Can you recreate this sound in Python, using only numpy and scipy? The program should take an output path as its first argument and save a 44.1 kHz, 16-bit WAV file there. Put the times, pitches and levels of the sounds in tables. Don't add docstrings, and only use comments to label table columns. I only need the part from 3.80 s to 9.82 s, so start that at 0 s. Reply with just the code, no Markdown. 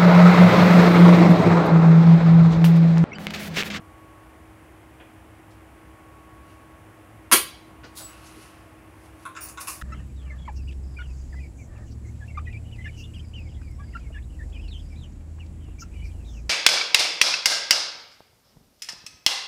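import sys
import numpy as np
from scipy import signal
from scipy.fft import rfft, irfft, next_fast_len
from scipy.io import wavfile
from scipy.ndimage import uniform_filter1d

SR = 44100
rng = np.random.default_rng(int(sys.argv[2]) if len(sys.argv) > 2 else 0)


def store_pcm(level_fs):
    pcm = np.round(np.clip(level_fs, -1, 1) * 32767).astype(np.int16)
    wavfile.write(sys.argv[1], SR, np.atleast_2d(pcm).T)


def amplitude_ratio(level_db):
    exponent = np.asarray(level_db, float) / 20
    return 10 ** exponent


N = 265658

# (frequency [Hz], level [dB per Hz])
AIR_COLOUR = [(30, -44), (45, -17.5), (60, 0), (110, -6.5), (170, -10.5), (450, -14), (700, -12),
              (1250, -17), (2200, -20.5), (3000, -26.5), (4000, -36.5), (6500, -37.5), (10000, -33),
              (15500, -41.5)]
# (frequency [Hz], width [Hz], level [dB], steady part against wavering part [ratio])
DRONES = [(62.7, 24, -58, 0.75), (103.5, 18, -58, 0.16), (319, 120, -55, 2.6)]
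# (time [s], frequency [Hz])
MOTOR_TURNS = [(0, 1115), (1.25, 1083), (2.55, 1112), (3.55, 1095), (4.25, 1107), (5.1, 1095), (6.03, 1108)]
# (time [s], centre [Hz], width [octaves], level [dB])
SCUFFS = [(1.199, 2700, 0.28, -41.5), (1.199, 484, 0.66, -42), (1.203, 1500, 0.83, -41.5),
          (1.707, 4100, 0.86, -46.5), (4.035, 1390, 1.04, -33), (4.041, 4280, 0.53, -37.5),
          (4.035, 343, 0.77, -41), (4.154, 8000, 1.1, -33), (4.200, 960, 0.87, -35),
          (4.458, 6200, 0.34, -41), (4.561, 285, 0.6, -43)]
# (time when full [s], level [dB], hold [s], fall [dB/s], dull share [dB])
BRUSHES = [
    (2.708, -63, 0.0016, 120, 4),
    (3.88, -67, .004, 600, -1.5),
    (4.3, -56, 0.0017, 70, 7),
    (4.46, -53.5, .002, 63, -1),
    (4.622, -54, .002, 123, -0.5),
    (4.74, -75, .002, 36, 15),
    (5.258, -57, 0.0022, 350, -19),
    (5.436, -56, 0.0045, 1500, -8),
]
# (frequency [Hz], level [dB per Hz])
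BRUSH_COLOUR = [(1500, -8), (3500, -6), (5500, -5.5), (7800, -8.5), (10000, -1.5), (11800, -6),
                (13500, -17.5), (16000, -23)]
# (time [s], blow [dB], grip ring [dB], card thump [dB])
SNAP_STAGES = [
    (3.5145, -10, -10, -24.5),
    (3.5199, -19, -14, -19.5),
    (3.5235, -3.5, -20.5, -6),
    (3.529, -17.5, -22, -12.5),
    (3.534, -17, -32, -22),
]
# (frequency [Hz], level [dB per Hz])
CRACK_COLOUR = [(120, -31.5), (200, -17), (330, -4), (750, -12), (1100, -3.5), (1500, -4.5), (2500, -1),
                (3400, -4), (4500, -4.5), (6300, -7), (9800, -3.5), (12800, -5), (15500, -17.5)]
# (frequency [Hz], level [dB], time to fall 60 dB [s])
STEEL_MODES = [(2275, 3, .03), (2590, 0, 0.022), (3340, -4, 0.025), (4850, -8.5, 0.02), (5690, -0.5, 0.011),
               (9720, 9, .011), (13500, 0, 0.015)]
# (frequency [Hz], level [dB], time to fall 60 dB [s])
CARD_MODES = [(264, 2, 0.04), (323, -1, .04), (530, -5.5, 0.03)]
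# (multiple of its pitch [ratio], level [dB], time to fall 60 dB [s])
GRIP_MODES = [(1.001, 3.5, 0.05), (1.2, -9, .03), (1.64, -11, 0.017), (1.33, -1, 0.027)]
# (frequency [Hz], level [dB], time to fall 60 dB [s])
HINGE_MODES = [(2636, -6, 0.016), (3620, 1, 0.0053), (2100, -7.5, 0.016)]
# (time when full [s], level [dB], hold [s], fall [dB/s], dull share [dB])
DRAGS = [
    (4.174, -37, 0.02, 161, -16),
    (4.28, -76, .002, 170, 0),
]
# (frequency [Hz], level [dB per Hz])
DRAG_COLOUR = [(880, -44), (1500, -17), (1900, 0), (2230, -27), (3000, -7), (3770, 0), (5540, -3),
               (6060, -6), (9950, -1), (16000, -10)]
# (time [s], grip pitch [Hz], grip [dB], lever [dB], pin [dB])
KNOCKS = [
    (4.173, 1020, -53, -47, -32),
    (5.453, 1070, -31, -48, -37.5),
    (5.551, 1087, -41, -46, -68),
    (5.565, 1346, -35, -36.5, -47),
    (5.687, 1280, -58, -40, -35),
    (5.774, 1088, -34, -37.5, -47),
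    (5.805, 1084, -48, -45, -31.5),
    (5.873, 1090, -33, -34, -27),
    (6.014, 1334, -33.5, -42, -56),
]
# (frequency [Hz], level [dB], time to fall 60 dB [s])
LEVER_MODES = [(5230, -5.5, 0.015), (6540, -39.5, .005), (6840, 22, 0.0017)]
# (frequency [Hz], level [dB], time to fall 60 dB [s])
PIN_MODES = [(9600, 20, 0.0073), (10660, 26, 0.004), (12900, -4, 0.0044), (15000, -12, .004)]
PART_SPREAD = (0.029, .08, 0.16, 0.175)
# (time when full [s], level [dB], hold [s], fall [dB/s], octave [dB])
SQUEAKS = [
    (4.256, -40.5, 0.0087, 1500, -14),
    (4.305, -53.5, .005, 600, -8),
]
# (time [s], level [dB])
JINGLES = [
    (5.609, -41),
    (5.628, -34.5),
    (5.650, -52),
]
# (frequency [Hz], level [dB], time to fall 60 dB [s])
STOP_MODES = [(5570, -4, 0.028), (5740, -9, 0.014), (9270, -4, 0.022), (9540, -1, 0.035), (10940, -7, .02),
              (13400, -16, .02), (15000, 0.5, 0.034)]
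# (time when full [s], level [dB], hold [s], fall [dB/s], dull share [dB])
CHATTERS = [
    (5.616, -43.5, 0.077, 380, -5.5),
    (5.812, -34.5, .002, 330, -6),
    (5.884, -31, .002, 162, -7.5),
]
# (frequency [Hz], level [dB per Hz])
CHATTER_COLOUR = [(1500, -23), (3500, -27), (4400, -4), (5200, -1), (7500, -2), (10000, 2.5), (13000, -3.5),
                  (16000, -8.5)]
RISE = dict(drag=910, brush=156, chatter=1100., squeak=330)
# (frequency [Hz], time to fall 60 dB [s])
WALLS = [(300, 0.17), (1000, 0.2), (3500, 0.19), (8000, 0.19), (15000, 0.21)]
# (frequency [Hz], time to fall 60 dB [s])
HALL = [(300, 0.42), (1500, 0.46), (3800, 0.56), (7000, 0.42), (15000, .25)]
# (delay [s], level [dB])
ECHOES = [(.0046, -5), (.0093, 2), (.0150, -3), (.0205, -3)]


def evened(x):
    return x / np.sqrt(np.mean(x ** 2) + 1e-20)


def read(points, hz):
    f, value = np.transpose(points)
    return np.interp(np.log(hz + 1), np.log(f + 1), value)


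def add(mix, s, sound):
    part = mix[round(s * SR):][:len(sound)]
    part += sound[:len(part)]


def coloured(x, points):
    size = next_fast_len(len(x))
    gain = amplitude_ratio(read(points, np.fft.rfftfreq(size, 1 / SR)))
    return evened(irfft(rfft(x, size) * gain, size)[:len(x)])


def click(colour_db):
    log_gain = np.log(amplitude_ratio(np.maximum(colour_db, -80)))
    full = np.concatenate([log_gain, log_gain[-2:0:-1]])
    pulse = np.fft.ifft(np.exp(np.conj(signal.hilbert(full)))).real[:1024]
    return pulse / abs(pulse).max()


def scatter(size):
    phase = 2j * np.pi * rng.random(size // 2 + 1)
    smear = irfft(np.exp(phase), size) * np.linspace(1.4, .4, size)
    return smear / np.linalg.norm(smear)


def strokes(rows, rise):
    s, db, hold, fall, side_db = np.transpose(rows)[..., None]
    t = np.arange(N) / SR - s
    level_db = db + rise * np.minimum(t, 0) - fall * np.maximum(t - hold, 0)
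    return amplitude_ratio(level_db).sum(0), amplitude_ratio(level_db + side_db).sum(0)


def ring(modes, spread_db=4.0, damp=1.0, crowd_db=-3.5, width=0.19, rise_cycles=0.98, count=5):
    t = np.arange(SR // 12) / SR
    hz, db, t60 = np.repeat(modes, count, axis=0).T[..., None]
    pitch_luck, level_luck, sign_luck = rng.standard_normal((3, len(hz), 1))
    main = (np.arange(len(hz)) % count == 0)[:, None]
    hz = hz * np.where(main, 1, 1 + width * pitch_luck)
    db = db + spread_db * level_luck + np.where(main, 0, crowd_db)
    t60 = t60 * damp * np.where(main, 1, .5)
    strength = np.sign(sign_luck) * amplitude_ratio(db - 60 * t / t60)
    attack = np.minimum(t * hz / rise_cycles, 1)
    return (strength * np.sin(2 * np.pi * hz * t) * attack).sum(0)


def grip(hz):
    return [(hz * k, db, t60) for k, db, t60 in GRIP_MODES]


def rubbing(rows, rise, colour):
    slips_per_s, uneven_db = 15000, 1.5
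    bright, dull = strokes(rows, rise)
    slips = rng.standard_normal(N) * amplitude_ratio(uneven_db * rng.exponential(1, N))
    slips *= rng.random(N) < slips_per_s / SR
    handle = ring(grip(1220), damp=0.12) + ring(HINGE_MODES, damp=0.35)
    body = evened(signal.oaconvolve(slips, handle)[:N])
    return bright * coloured(slips, colour) + dull * body


def whine():
    housing_hz, half_width_hz, peak_db = 1112, 7.3, -57
    s, turns_hz = np.transpose(MOTOR_TURNS)
    place = np.interp(np.arange(N) / SR, s, np.arange(len(s)))
    smooth_place = place // 1 + np.sin(np.pi / 2 * (place % 1)) ** 2
    hz = np.interp(smooth_place, np.arange(len(s)), turns_hz)
    gain = amplitude_ratio(peak_db) / np.hypot(1, (hz - housing_hz) / half_width_hz)
    return np.sqrt(2) * gain * np.sin(2 * np.pi * np.cumsum(hz) / SR)


def fan():
    t = np.arange(N) / SR
    out = amplitude_ratio(-51) * coloured(rng.standard_normal(N), AIR_COLOUR)
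    for hz, width_hz, db, steady in DRONES:
        r = np.exp(-np.pi * width_hz / SR)
        a, b = signal.lfilter([1], [1, -2 * r, r * r], rng.standard_normal((2, N)))
        turn = 2 * np.pi * hz * t
        wave = (steady + evened(a)) * np.cos(turn) + evened(b) * np.sin(turn)
        out += amplitude_ratio(db) * evened(wave)
    return out + whine()


def scuffs():
    out, hz = np.zeros(N), np.fft.rfftfreq(2048, 1 / SR) + 1
    for s, centre_hz, octaves, db in SCUFFS:
        colour_db = -6 * (np.log2(hz / centre_hz) / octaves) ** 2
        add(out, s, amplitude_ratio(db + 10) * np.convolve(click(colour_db), scatter(size=256)))
    return out


def brushing():
    return rubbing(BRUSHES, RISE["brush"], BRUSH_COLOUR)


def snap():
    sharp, thud = np.zeros(N), np.zeros(N)
    crack = click(read(CRACK_COLOUR, np.fft.rfftfreq(2048, 1 / SR)))
    for s, db, grip_db, card_db in SNAP_STAGES:
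        add(sharp, s, amplitude_ratio(db + 20) * np.convolve(crack, scatter(size=64)))
        add(sharp, s, amplitude_ratio(db - 11) * ring(STEEL_MODES))
        add(thud, s, amplitude_ratio(grip_db) * ring(grip(1046), damp=0.6, width=0.065))
        add(thud, s, amplitude_ratio(card_db - 5) * ring(CARD_MODES, width=0.064, rise_cycles=1.6))
    return sharp, thud


def knocks():
    out = np.zeros(N)
    for s, grip_hz, grip_db, lever_db, pin_db in KNOCKS:
        hinge_db = (grip_db + lever_db) / 2 - 1
        parts = grip(grip_hz), HINGE_MODES, LEVER_MODES, PIN_MODES
        parts_db = grip_db, hinge_db, lever_db, pin_db
        for part, db, spread in zip(parts, parts_db, PART_SPREAD):
            sound = ring(part, crowd_db=-8.0, width=spread, rise_cycles=3.85, count=12)
            add(out, s, amplitude_ratio(db + 11) * sound / abs(sound).max())
    return out


def dragging():
    return rubbing(DRAGS, RISE["drag"], DRAG_COLOUR)


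def squeak():
    pitch_hz, waver_share = 7820, 0.0035
    main, octave = strokes(SQUEAKS, RISE["squeak"])
    waver = np.resize(evened(uniform_filter1d(rng.standard_normal(7497), 300)), N)
    turn = 2 * np.pi * np.cumsum(pitch_hz * (1 + waver_share * waver)) / SR
    return np.sqrt(2) * (main * np.sin(turn) + octave * np.sin(2 * turn))


def jingle():
    out = np.zeros(N)
    for s, db in JINGLES:
        add(out, s, amplitude_ratio(db + 6.0) * ring(STOP_MODES, crowd_db=-18.0))
    return out


def chattering():
    return rubbing(CHATTERS, RISE["chatter"], CHATTER_COLOUR)


def levelled(path, fine=24, broad=600):
    power = abs(rfft(path)) ** 2
    excess_db = 10 * np.log10(uniform_filter1d(power, fine) / uniform_filter1d(power, broad))
    steps = np.linspace(0, len(power), 1025)
    even = click(-np.interp(steps, np.arange(len(power)), excess_db))
    return signal.oaconvolve(path, even)[:len(path)]


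def room(x, wet_db=13.5, hall_db=-16.5, build_s=0.0033):
    size = SR // 2
    hz, t, z = signal.stft(rng.choice([-1., 0., 0., 1.], size), SR, nperseg=256)
    near_fade = amplitude_ratio(-60 * t / read(WALLS, hz)[:, None])
    hall_fade = amplitude_ratio(hall_db - 60 * t / read(HALL, hz)[:, None])
    tail = signal.istft(z * np.hypot(near_fade, hall_fade), SR, nperseg=256)[1][:size]
    tail *= 1 - np.exp(-(np.arange(size) / SR / build_s) ** 2)
    path = amplitude_ratio(wet_db) * tail / np.linalg.norm(tail)
    path[0] += 1
    for s, db in ECHOES:
        add(path, s, amplitude_ratio(db) * scatter(size=128))
    path = levelled(path)
    no_bass = signal.butter(4, 230, "highpass", fs=SR, output="sos")
    return signal.oaconvolve(signal.sosfilt(no_bass, x), path / np.linalg.norm(path))[:N]


def scene():
    rubs = dragging() + chattering() + brushing()
    whistle = squeak()
    sharp, thud = snap()
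    taps = knocks() + jingle() + scuffs()
    wet = room(sharp + 0.71 * thud + 0.76 * taps + 0.29 * rubs + 0.14 * whistle)
    direct = 0.38 * thud + 0.13 * taps + 0.6 * rubs + 0.84 * whistle
    return (wet + direct + fan())[None]


def band_limit(x):
    return signal.sosfilt(signal.butter(12, 16850, fs=SR, output="sos"), x)


def record(dry):
    no_rumble = signal.butter(4, 42, "highpass", fs=SR, output="sos")
    x = signal.sosfilt(no_rumble, dry)
    x = x / (1 + (abs(x) / .97) ** 6) ** (1 / 6)
    top_cut = signal.firwin(511, 15800, window=("kaiser", 10), fs=SR)
    x = signal.oaconvolve(x, top_cut[None], "same")
    return band_limit(x)


dry = scene()
out = record(dry)
store_pcm(out)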